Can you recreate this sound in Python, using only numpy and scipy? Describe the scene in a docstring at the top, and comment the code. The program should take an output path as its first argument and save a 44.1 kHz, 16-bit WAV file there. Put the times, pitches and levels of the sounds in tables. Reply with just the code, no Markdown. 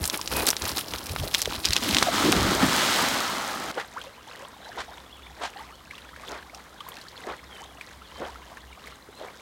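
"""Pebbles clack and crunch under a dog racing over a beach after a thrown toy, then it plunges into a calm lake.
Struck stones are short ringing modes; gravel, churned water and falling spray are swarms of ringing grains.
The rush cuts off, and the dog is swimming farther out: about once a second it huffs at the waterline, in puffs
of banded noise with a gurgle of rising tones. Its paws stir up bubbles and drops, and faint birds whistle.
A low distant drone and still air, both filtered noise, lie under it all. One microphone."""
import sys
import numpy as np
from scipy import signal
from scipy.io import wavfile

SR = 44100
rng = np.random.default_rng(int(sys.argv[2]) if len(sys.argv) > 2 else 0)


def output_pcm(signal):
    """Save a mono or channel-first signal as 16-bit PCM at the path in sys.argv[1].

    Samples are clipped to [-1, 1] before scaling.
    """
    pcm = np.clip(np.atleast_2d(signal).T, -1, 1) * 32767
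    wavfile.write(sys.argv[1], SR, np.round(pcm).astype(np.int16))


N = 414981
TIME = np.arange(N) / SR
CUT_S = 3.712   # the run gives way to the swim
CUTOFF_HZ = 16000   # top of the microphone's range

# Colours here and below are relative, and levels are set before the trims where they are used.
# Colour of low thuds on the microphone and in the water. Each row: frequency in Hz, density in dB per Hz.
THUD_COLOUR = [(25, -24), (45, -2.5), (65, 0.5), (120, -6.5), (200, -16), (400, -21)]
# Colour of pattering drops. Each row: frequency in Hz, density in dB per Hz.
PATTER_COLOUR = [(2500, -10), (4000, 4.5), (6000, 2), (10000, -6.5), (16000, -19.5)]
# The dog's huffs. Each row: crest in seconds, rise and fall in seconds (to 1/e of the crest, nearly a bell),
# level in dB, tilt in dB per octave about 1 kHz.
HUFF_ROWS = [(3.786, 0.018, 0.03, -30, -2), (4.789, 0.02, 0.029, -32.5, 0.5),
             (5.434, 0.025, 0.035, -31.5, 1.5), (6.330, 0.034, 0.055, -36.5, -3.5),
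             (7.295, 0.025, 0.046, -34.5, -4.5), (8.228, 0.024, 0.047, -37, -6),
             (9.245, 0.051, 0.065, -42.5, -4)]


def from_db(db):
    """Decibels to gain."""
    return 10 ** (np.asarray(db) / 20)


def rms_one(x):
    """Scale to unit power."""
    return x / np.sqrt(np.mean(x ** 2) + 1e-20)


def until(s, fade):
    """Open up to a moment, then closing over the fade in seconds."""
    return np.clip((s - TIME) / fade + 1, 0, 1)


def add(out, s, sound):
    """Mix a short sound in at a moment."""
    i = max(int(s * SR), 0)
    out[i:i + len(sound)] += sound[:max(N - i, 0)]


def swells(events, attack_s, release_s, rest_db=-120):
    """Gain of events (s, hold s, dB) that rise and die at 20 dB per attack or release, above a resting level."""
    t = TIME[::44]   # about a millisecond apart
    s, hold, db = np.transpose(events)[:, :, None]
    away = np.maximum(s - t, 0) / attack_s + np.maximum(t - s - hold, 0) / release_s
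    event_power = from_db(db - 20 * np.minimum(away, 10)) ** 2
    power = from_db(rest_db) ** 2 + np.sum(event_power, axis=0)
    return np.interp(TIME, t, np.sqrt(power))


def drift(per_s):
    """Slow chance with a spread of about 1, drawn anew so many times a second."""
    return np.interp(TIME * per_s, np.arange(4096), rng.standard_normal(4096))


def bands_of(spectrum):
    """Third-octave centres that a spectrum covers, with their gains; total power 1."""
    hz, db = np.transpose(spectrum)
    thirds = 25 * 2 ** (np.arange(29) / 3)
    centres = thirds[(thirds >= hz[0]) & (thirds <= hz[-1] * 1.1)]
    density = from_db(np.interp(np.log(centres), np.log(hz), db))
    gain = density * np.sqrt(centres)   # a higher band is wider in Hz
    return zip(centres, gain / np.linalg.norm(gain))


def band_noise(hz, octaves=1 / 3):
    """Noise in one band."""
    edges = hz * 2 ** (np.array([-.5, .5]) * octaves)
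    band = signal.butter(2, edges, "band", fs=SR, output="sos")
    return rms_one(signal.sosfilt(band, rng.random(N) - .5))


def noise(spectrum):
    """Smooth noise of a given colour."""
    return sum(gain * band_noise(hz) for hz, gain in bands_of(spectrum))


def ring(clicks, hz, cycles):
    """A resonance that dies by 60 dB in so many cycles."""
    r, w = from_db(-60 * hz / (cycles * SR)), 2 * np.pi * hz / SR
    return signal.lfilter([1, 0, -1], [1, -2 * r * np.cos(w), r * r], clicks + 1e-18)


def random_clicks(per_s, spread_db):
    """Impacts at random moments: with a spread above 0, many small and a few large."""
    draw = rng.random(N) * SR / per_s
    at = np.flatnonzero(draw < 1)
    size_db = spread_db * np.minimum(-np.log(draw[at]), 5)
    clicks = np.zeros(N)
    clicks[at] = from_db(size_db) * (-1) ** at
    return clicks


def grains(spectrum, per_s, spread_db, cycles):
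    """A swarm of small ringing things, dealt to pitches across a spectrum."""
    clicks, bands = random_clicks(per_s, spread_db), list(bands_of(spectrum))
    dealt = rng.integers(0, len(bands), N)
    return sum(gain * rms_one(ring(clicks * (dealt == k), hz, cycles)) for k, (hz, gain) in enumerate(bands))


def ping(hz, cycles, rise):
    """A tone that swells within a cycle and dies by 36 dB while it glides; a surfacing bubble glides up."""
    age = np.arange(int(cycles / hz * SR)) / SR * hz / cycles   # 0 to 1 over its life
    tone = np.sin(2 * np.pi * cycles * (age + rise * age ** 2 / 2))
    return tone * from_db(-36 * age) * (1 - np.exp(-age * cycles))


def whistle(length, start_hz, middle_hz, end_hz, db):
    """A soft-edged tone on an arc of pitch."""
    u = np.linspace(0, 1, int(length * SR))
    hz = np.polyval(np.polyfit([0, .5, 1], [start_hz, middle_hz, end_hz], 2), u)
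    return from_db(db) * np.abs(np.sin(np.pi * u)) ** .5 * np.sin(2 * np.pi * np.cumsum(hz) / SR)


def lakeside():
    """Still air and a low, wavering drone from far away, both as steady noise under a gain."""
    # Colour of the still air. Each row: frequency in Hz, density in dB per Hz.
    air_colour = [(15, -36), (25, -2), (64, 0.5), (114, 0), (249, 0), (363, -3), (775, -10.5), (1020, -1),
                  (1370, -11), (2160, -10), (2760, -36), (3430, -13.5), (5140, -18), (14800, -24),
                  (16000, -26)]
    # Level of the far drone. Each row: time in seconds, level in dB.
    drone_rows = [(3.7, -61), (4.6, -68), (4.8, -54.5), (6.5, -56), (6.8, -64), (7.1, -58), (7.9, -57),
                  (8.3, -50.5), (9.4, -64.5)]
    s, db = np.transpose(drone_rows)
    drone = from_db(np.interp(TIME, s, db)) * band_noise(62.5, octaves=0.27)
    return from_db(-53.0) * noise(air_colour) + drone


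def buffeting():
    """Low thuds on the microphone over a breeze: swelling low noise that fades out after the plunge."""
    # Footfalls and air shaking the microphone. Each row: start in seconds, length in seconds, level in dB.
    buffet_rows = [(0, 0.0034, -20.5), (.33, 0.087, -32), (.63, 0.015, -33), (.73, .02, -38),
                   (.92, 0.046, -39), (1.11, 0.037, -29.5), (1.2, 0.052, -28), (1.48, .012, -31.5),
                   (1.56, 0.018, -35), (1.698, 0.0088, -24.5), (1.928, .008, -28.5), (2.38, 0.067, -22.5)]
    shake = swells(buffet_rows, attack_s=0.039, release_s=0.054, rest_db=-46.5)   # rest: the breeze
    return from_db(-4.5) * shake * until(2.6, fade=0.76) * noise(THUD_COLOUR)


def beach():
    """Each foot grinds the gravel in clumps and shoves the bed beneath it, while the toy is swung."""
    # Feet landing and sliding. Each row: start in seconds, slide in seconds,
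    # crunch of the stones in dB, scuff of the bed in dB, fine grit in dB.
    step_rows = [(0.033, 0.014, -31, -32.5, -25.5), (0.137, 0.0077, -30, -28, -33),
                 (0.318, 0.034, -30, -29.5, -33), (.362, 0.084, -33, -27, -31.5),
                 (.472, 0.016, -28.5, -27, -24.5), (.615, 0.1, -32.5, -32.5, -36),
                 (0.765, 0.025, -29.5, -32.5, -27), (0.937, 0.0089, -41, -31.5, -40),
                 (1.085, 0.018, -39.5, -44.5, -55), (1.189, .006, -33.5, -39, -38),
                 (1.236, 0.01, -33.5, -34.5, -32), (1.343, 0.0068, -25, -36, -35),
                 (1.382, 0.017, -28.5, -51, -31), (1.497, 0.06, -35, -36, -52),
                 (1.651, 0.018, -23, -35.5, -42), (1.724, 0.0074, -22, -47, -36),
                 (1.758, 0.0087, -21.5, -27.5, -43), (1.83, 0.15, -28.5, -35.5, -37)]
    # Loose gravel settling between the steps: crunch, scuff and grit in dB.
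    settling_db = [-41.5, -41, -41.5]
    # Colours of stones, bed and grit. Each row: frequency in Hz, density in dB per Hz.
    crunch_colour = [(1200, -5), (2000, -8), (2600, -3), (3400, -1), (4400, 0.5), (5200, -1), (6400, -13)]
    scuff_colour = [(150, -1), (330, 3), (600, -2), (950, 2), (1400, -4.5), (2000, -13), (2500, -13)]
    grit_colour = [(7000, -15), (10000, 15.5), (13000, 9.5), (16000, 7)]
    # Whistle of the swung toy: start in seconds, length in seconds, start, middle and end in Hz, level in dB.
    swing_row = (.335, .095, 2500, 2520, 2420, -33)
    s, slide, *levels = np.transpose(step_rows)
    crunch, scuff, fine = [swells(np.c_[s, slide, db], attack_s=.018, release_s=0.043, rest_db=rest_db)
                           for db, rest_db in zip(levels, settling_db)]
    stones = from_db(-2.5) * crunch * grains(crunch_colour, per_s=4500, spread_db=5.0, cycles=12.0)
    grit = from_db(-5) * fine * grains(grit_colour, per_s=2500, spread_db=3.5, cycles=6)
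    bed = from_db(-2.23) * scuff * grains(scuff_colour, per_s=3000, spread_db=3.5, cycles=9.4)
    clumps = from_db(2.4 * drift(160))
    out = ((stones + grit) * clumps + bed) * until(1.934, fade=0.031)
    swing_s, *swing_note = swing_row
    add(out, swing_s, whistle(*swing_note))
    return out


def pebbles(t60=0.0015, rattle_db=-20, rattle_t60=0.035, contact_s=0.00014):
    """Each knock is a few very short stone modes and a rattle of the neighbours; stones in the bed knock dully."""
    # Pebbles knocking together. Each row: start in seconds, level in dB, nominal ring in Hz.
    pebble_rows = [(.041, -11.5, 4730), (.055, -9.5, 7240), (.077, -9, 8850), (0.099, -7.5, 3900),
                   (.143, -10.5, 2300), (.175, -12.5, 9400), (.214, -15.5, 5100), (.276, -9.5, 4240),
                   (.406, -16, 2410), (.468, -4.5, 7950), (.473, -6.5, 3670), (0.489, -5.5, 4240),
                   (.504, -3.5, 5600), (.510, -12, 5270), (.531, -13.5, 1500), (.567, -10, 3600),
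                   (.621, -12, 4060), (.654, -11.5, 4530), (0.692, -16.5, 5100), (0.782, -9.5, 3750),
                   (.937, -13, 3330), (1.068, -19, 5600), (1.162, -13, 1420), (1.347, -4, 3500),
                   (1.418, -5, 5360), (1.425, -11, 4600), (1.457, -11, 3280), (1.652, -6.5, 3600),
                   (1.662, -18, 4370), (1.707, -9, 3700), (1.733, -5.5, 4370), (1.765, -6, 3420),
                   (1.947, -3, 3470), (1.968, -1.5, 2750), (1.985, -2.5, 3580), (2.026, -1.5, 1300),
                   (2.028, -3, 3870), (2.321, -5, 5670), (2.326, -4.5, 2360)]
    # Dull knocks of stones pressed into the bed. Each row: start in seconds, level in dB, starting pitch in Hz,
    # cycles of ring.
    knock_rows = [(0.148, -30, 346, 11), (.192, -26.5, 1140, 26), (.385, -23, 805, 5.9),
                  (.432, -24, 480, 11.4), (1.136, -19.5, 600, 4.1), (1.237, -17.5, 710, 5.9),
                  (1.268, -21, 700, 5.5), (1.475, -13.5, 580, 5.6)]
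    out, t = np.zeros(N), np.arange(SR // 25) / SR
    for s, db, hz in pebble_rows:
        modes = hz * np.array([1.027, 0.675, 1.427, 2.27]) * (1 + 0.049 * rng.standard_normal(4))
        mode_gains = from_db([7.5, 0.5, 2, -5.0]) * (modes < CUTOFF_HZ)
        knock = mode_gains @ np.sin(2 * np.pi * np.outer(modes, t))
        knock *= from_db(-60 * t / (t60 + 3 / hz))   # lower stones ring longer
        knock *= 1 - np.exp(-(t / contact_s) ** 2)   # soft onset of the contact
        rattle = rms_one(ring(rng.standard_normal(len(t)), hz, 2.7))
        rattle *= from_db(rattle_db - 60 * t / rattle_t60)
        add(out, s, from_db(db + 1) * (knock / np.abs(knock).max() + rattle))
    for s, db, hz, cycles in knock_rows:
        add(out, s, from_db(db + 4.0) * ping(hz, cycles, rise=-0.52))
    return out


def plunge(rumble_db=-18):
    """The air cavity gulps and rumbles, the torn water churns with bubbles, and the spray falls back as fine drops."""
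    # The dog bounds through the shallows and plunges in. Each row: start in seconds, length in seconds,
    # air cavity in dB, churning water in dB, spray in dB.
    splash_rows = [(1.83, 0.1, -34, -49, -31.5), (1.954, 0.11, -36, -31.5, -29.5),
                   (2.14, 0.086, -31.5, -27, -26.5), (2.254, 0.017, -22.5, -32, -27),
                   (2.323, 0.23, -26, -28, -29.5), (2.616, 0.018, -22, -23, -32),
                   (3.007, 0.026, -35.5, -26, -52), (3.683, .02, -40, -40, -41)]
    # Thrown-up water falling back in one long swell, a row each for cavity, churn and spray.
    # Each row: level in dB, seconds to die by 20 dB.
    fallback_rows = [(-35, 1.3), (-26, 1.8), (-24.5, .85)]
    # Colours of cavity, churn and spray. Each row: frequency in Hz, density in dB per Hz.
    cavity_colour = [(70, -20), (110, -3), (150, -5.5), (220, 6.5), (320, 2), (450, -12), (700, -14)]
    churn_colour = [(250, -6), (330, -2.5), (450, -7.5), (700, 1), (900, -0.5), (1250, 3.5), (1600, -4),
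                    (2000, -10.5), (2500, -25), (4000, -25)]
    spray_colour = [(1180, -15), (2000, 3), (2600, -13), (3280, 4.5), (5880, -5.5), (8550, -10.5),
                    (9920, -23), (15100, -12), (16000, -19)]
    s, length, *levels = np.transpose(splash_rows)
    layers = []
    for db, (fall_db, fall_s) in zip(levels, fallback_rows):
        splash = swells(np.c_[s, length, db], attack_s=0.062, release_s=0.17)
        fallback = swells([(2.753, 0.21, fall_db)], attack_s=0.43, release_s=fall_s)
        layers.append(np.hypot(splash, fallback))   # powers add
    cavity, churn, spray = layers
    gulps = from_db(-0.5) * grains(cavity_colour, per_s=700, spread_db=2.5, cycles=10.5)
    rumble = from_db(rumble_db) * noise(THUD_COLOUR)
    foam = from_db(-0.5) * churn * grains(churn_colour, per_s=4500, spread_db=0.0, cycles=11)
    drops = from_db(-1.3) * spray * grains(spray_colour, per_s=12000, spread_db=0.5, cycles=10.2)
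    # the heavy drops fly highest, so their patter outlasts the fine spray
    patter = from_db(-26.0) * np.sqrt(spray) * grains(PATTER_COLOUR, per_s=880, spread_db=5.0, cycles=4.1)
    return cavity * (gulps + rumble) + foam + drops + patter


def single_bubbles(splat_db=-19, splat_t60=0.066):
    """The largest gulps and the nearest drops: gliding tones, each with a small splat of ringing noise."""
    # Single bubbles and drops. Each row: start in seconds, level in dB, starting pitch in Hz, cycles of ring.
    bubble_rows = [(1.955, -19, 287, 15), (2.069, -12.5, 698, 20), (2.084, -9.5, 640, 17.4),
                   (2.240, -14.5, 274, 25), (2.618, -19, 275, 9), (3.799, -16, 1810, 13),
                   (4.015, -23, 3060, 26), (4.065, -34.5, 526, 43), (4.425, -34, 528, 22),
                   (5.560, -31, 760, 43), (5.604, -31.5, 850, 54), (5.909, -22.5, 2090, 26),
                   (5.934, -33, 1080, 20), (5.953, -28.5, 3300, 22), (5.98, -21, 2230, 3.6),
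                   (6.090, -29, 1600, 9), (6.162, -24, 1590, 9.2), (6.284, -25.5, 3380, 31),
                   (6.426, -32, 1570, 20), (6.547, -23.5, 5330, 19), (6.805, -26, 3040, 39),
                   (6.806, -27.5, 1110, 30), (6.885, -24, 1010, 12), (6.888, -23, 12100, 29),
                   (7.013, -23.5, 4030, 9), (7.084, -28, 4200, 25), (7.177, -29, 3220, 27),
                   (7.811, -19, 2180, 10), (8.357, -30, 1270, 25), (8.571, -25, 1640, 17),
                   (8.728, -33, 2190, 28), (8.872, -23, 1940, 10), (9.087, -32, 386, 9.5),
                   (9.212, -26, 580, 13), (9.284, -32.5, 2180, 30)]
    # One big bubble surfacing: start in seconds, length in seconds, start, middle and end in Hz, level in dB.
    bloop_row = (3.962, .024, 850, 1180, 1800, -29)
    out, t = np.zeros(N), np.arange(SR // 40) / SR
    for s, db, hz, cycles in bubble_rows:
        splat = rms_one(ring(rng.standard_normal(len(t)), hz, 4.1))
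        splat *= from_db(splat_db - 60 * t / splat_t60)
        add(out, s, from_db(db - 1.0) * ping(hz, cycles, rise=0.24))
        add(out, s, from_db(db) * splat)
    bloop_s, *bloop_note = bloop_row
    add(out, bloop_s, whistle(*bloop_note))
    return out


def paddling(count=700):
    """Each paw stroke and each huff stirs up a wash of tiny bubbles, with a trickle of clearer plips and soft droplets."""
    # Paw strokes, about three a second. Each row: start in seconds, length of the pull in seconds, level in dB.
    stroke_rows = [(3.72, 0.085, -41), (3.98, 0.07, -42.5), (4.31, 0.14, -43.5), (4.63, 0.21, -47),
                   (4.94, 0.063, -46), (5.26, 0.14, -52), (5.59, 0.047, -45), (5.95, 0.1, -49.5),
                   (6.25, 0.057, -41), (6.56, 0.062, -47.5), (6.89, .1, -44.5), (7.18, 0.054, -43),
                   (7.55, 0.079, -44.5), (7.87, 0.037, -47), (8.14, 0.16, -44.5), (8.49, 0.042, -47.5),
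                   (8.85, 0.042, -45), (9.2, 0.25, -51)]
    # Colour of the lapping wash. Each row: frequency in Hz, density in dB per Hz.
    lap_colour = [(200, -2.5), (330, -5), (480, 5), (1000, -0.5), (1900, 0.5), (2700, -12), (3600, -9),
                  (5500, -12.5), (9000, -24), (16000, -59)]
    huff_stirs = [(s - rise, rise + fall, db - 12.5) for s, rise, fall, db, _ in HUFF_ROWS]
    stirs = list(stroke_rows) + huff_stirs
    stirred = swells(stirs, attack_s=0.15, release_s=0.19, rest_db=-54)   # rest: the wake between strokes
    plips = np.zeros(N)
    for when, pitch, size, length in rng.random((count, 4)):
        hz = 620 * 6.5 ** pitch
        plip = ping(hz, 12 + 24 * length, rise=.45)
        add(plips, CUT_S + when * (TIME[-1] - CUT_S), from_db(-17 * size ** .5) * plip)
    wash = grains(lap_colour, per_s=3600, spread_db=2.5, cycles=11.8)
    droplets = grains(PATTER_COLOUR, per_s=90, spread_db=2.6, cycles=12)
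    return stirred * (from_db(-4.0) * wash + from_db(-6.0) * rms_one(plips) + from_db(-14.5) * droplets)


def huffs(sweep_s=0.0094, flutter_db=2.5, gurgle_db=2, count=14):
    """The dog blows out at the waterline: each puff opens from low to high and drives a gurgle of rising bubbles."""
    # Colour of the breath. Each row: frequency in Hz, density in dB per Hz.
    breath_colour = [(150, -21), (250, -12), (450, 1), (700, -3), (1200, 1), (2000, -5), (2600, -11.5),
                     (3300, -7.5), (5000, -17), (8400, -25.5), (16000, -62)]
    air, gurgle = np.zeros(N), np.zeros(N)
    t = np.arange(-SR // 5, SR // 5) / SR
    for hz, gain in bands_of(breath_colour):
        octave, blow = np.log2(hz / 1000), np.zeros(N)
        delay = sweep_s * min(octave, 1)   # no later above 2 kHz
        for s, rise, fall, db, tilt_db in HUFF_ROWS:
            shape = np.exp(-np.abs(t / np.where(t < 0, rise, fall)) ** 1.94)
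            add(blow, s + t[0] + delay, shape * from_db(db + tilt_db * octave))
        air += gain * blow * band_noise(hz)
    for s, rise, fall, db, _ in HUFF_ROWS:
        for when, pitch, size in rng.random((count, 3)):
            hz = 420 * 2 ** (1.175 * when + pitch)   # later bubbles are smaller
            bubble = from_db(db + gurgle_db - 3.5 * size) * ping(hz, 19.7, rise=0.6)
            add(gurgle, s - rise + when * (rise + fall), bubble)
    return air * from_db(flutter_db * drift(160) - 0.25) + gurgle


def birds(flutter_db=5.0, chorus_db=-63, echo_t60=0.17, echo_db=-3, far_db=-59, count=110):
    """Near and far whistles, scattered by the wooded slope as a decaying noise echo, over a blurred chorus."""
    # Distant birds. Each row: start in seconds, length in seconds, start, middle and end in Hz, level in dB.
    bird_rows = [(4.298, 0.046, 3730, 3300, 2780, -53), (4.62, 0.066, 3280, 4000, 3620, -50),
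                 (4.713, 0.029, 3600, 3150, 2700, -50), (4.904, 0.061, 3200, 3760, 3300, -54),
                 (5.097, 0.087, 2410, 3440, 2480, -48), (5.224, 0.067, 3230, 3580, 3150, -50),
                 (5.578, 0.034, 2800, 3130, 3600, -55), (5.72, 0.046, 2840, 3070, 3600, -55),
                 (7.482, 0.2, 3580, 3020, 3410, -52), (7.697, .04, 3400, 3150, 2740, -56),
                 (8.032, 0.039, 3730, 3420, 2830, -50), (8.13, .07, 3140, 3130, 3120, -52),
                 (9.09, .125, 3150, 4060, 3980, -55)]
    song = np.zeros(N)
    for s, *note in bird_rows:
        add(song, s, whistle(*note))
    for when, *pitches in rng.random((count, 4)):
        far_call = whistle(.05, *(2700 + 1600 * np.array(pitches)), far_db)
        add(song, CUT_S + when * (TIME[-1] - CUT_S), far_call)
    scatter = rng.standard_normal(SR // 2) * from_db(-60 * TIME[:SR // 2] / echo_t60)
    echo = signal.fftconvolve(song, scatter / np.linalg.norm(scatter))[:N]
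    chorus = from_db(chorus_db + 2.5 * drift(11)) * band_noise(3380, octaves=0.42)
    direct = song * from_db(flutter_db * drift(140) - 2)
    return direct + from_db(echo_db) * echo + chorus


def scene():
    """The run and the plunge, then an abrupt change to the swim."""
    ashore = until(CUT_S, fade=0.0051)
    dash = pebbles() + beach() + buffeting() + plunge()
    swim = huffs() + paddling() + birds()
    mono = ashore * dash + (1 - ashore) * swim + single_bubbles() + lakeside()
    return np.array([mono, mono])


def record(dry, low_cut_hz=36):
    """The microphone drops the deepest bass, peaks stop at full scale and the top is cut."""
    bass_cut = signal.butter(3, low_cut_hz, "high", fs=SR, output="sos")
    top_cut = signal.ellip(10, .2, 80, CUTOFF_HZ, fs=SR, output="sos")
    thinned = signal.sosfilt(bass_cut, dry)
    return signal.sosfilt(top_cut, np.clip(thinned, -1, 1))


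dry = scene()
out = record(dry)
output_pcm(out)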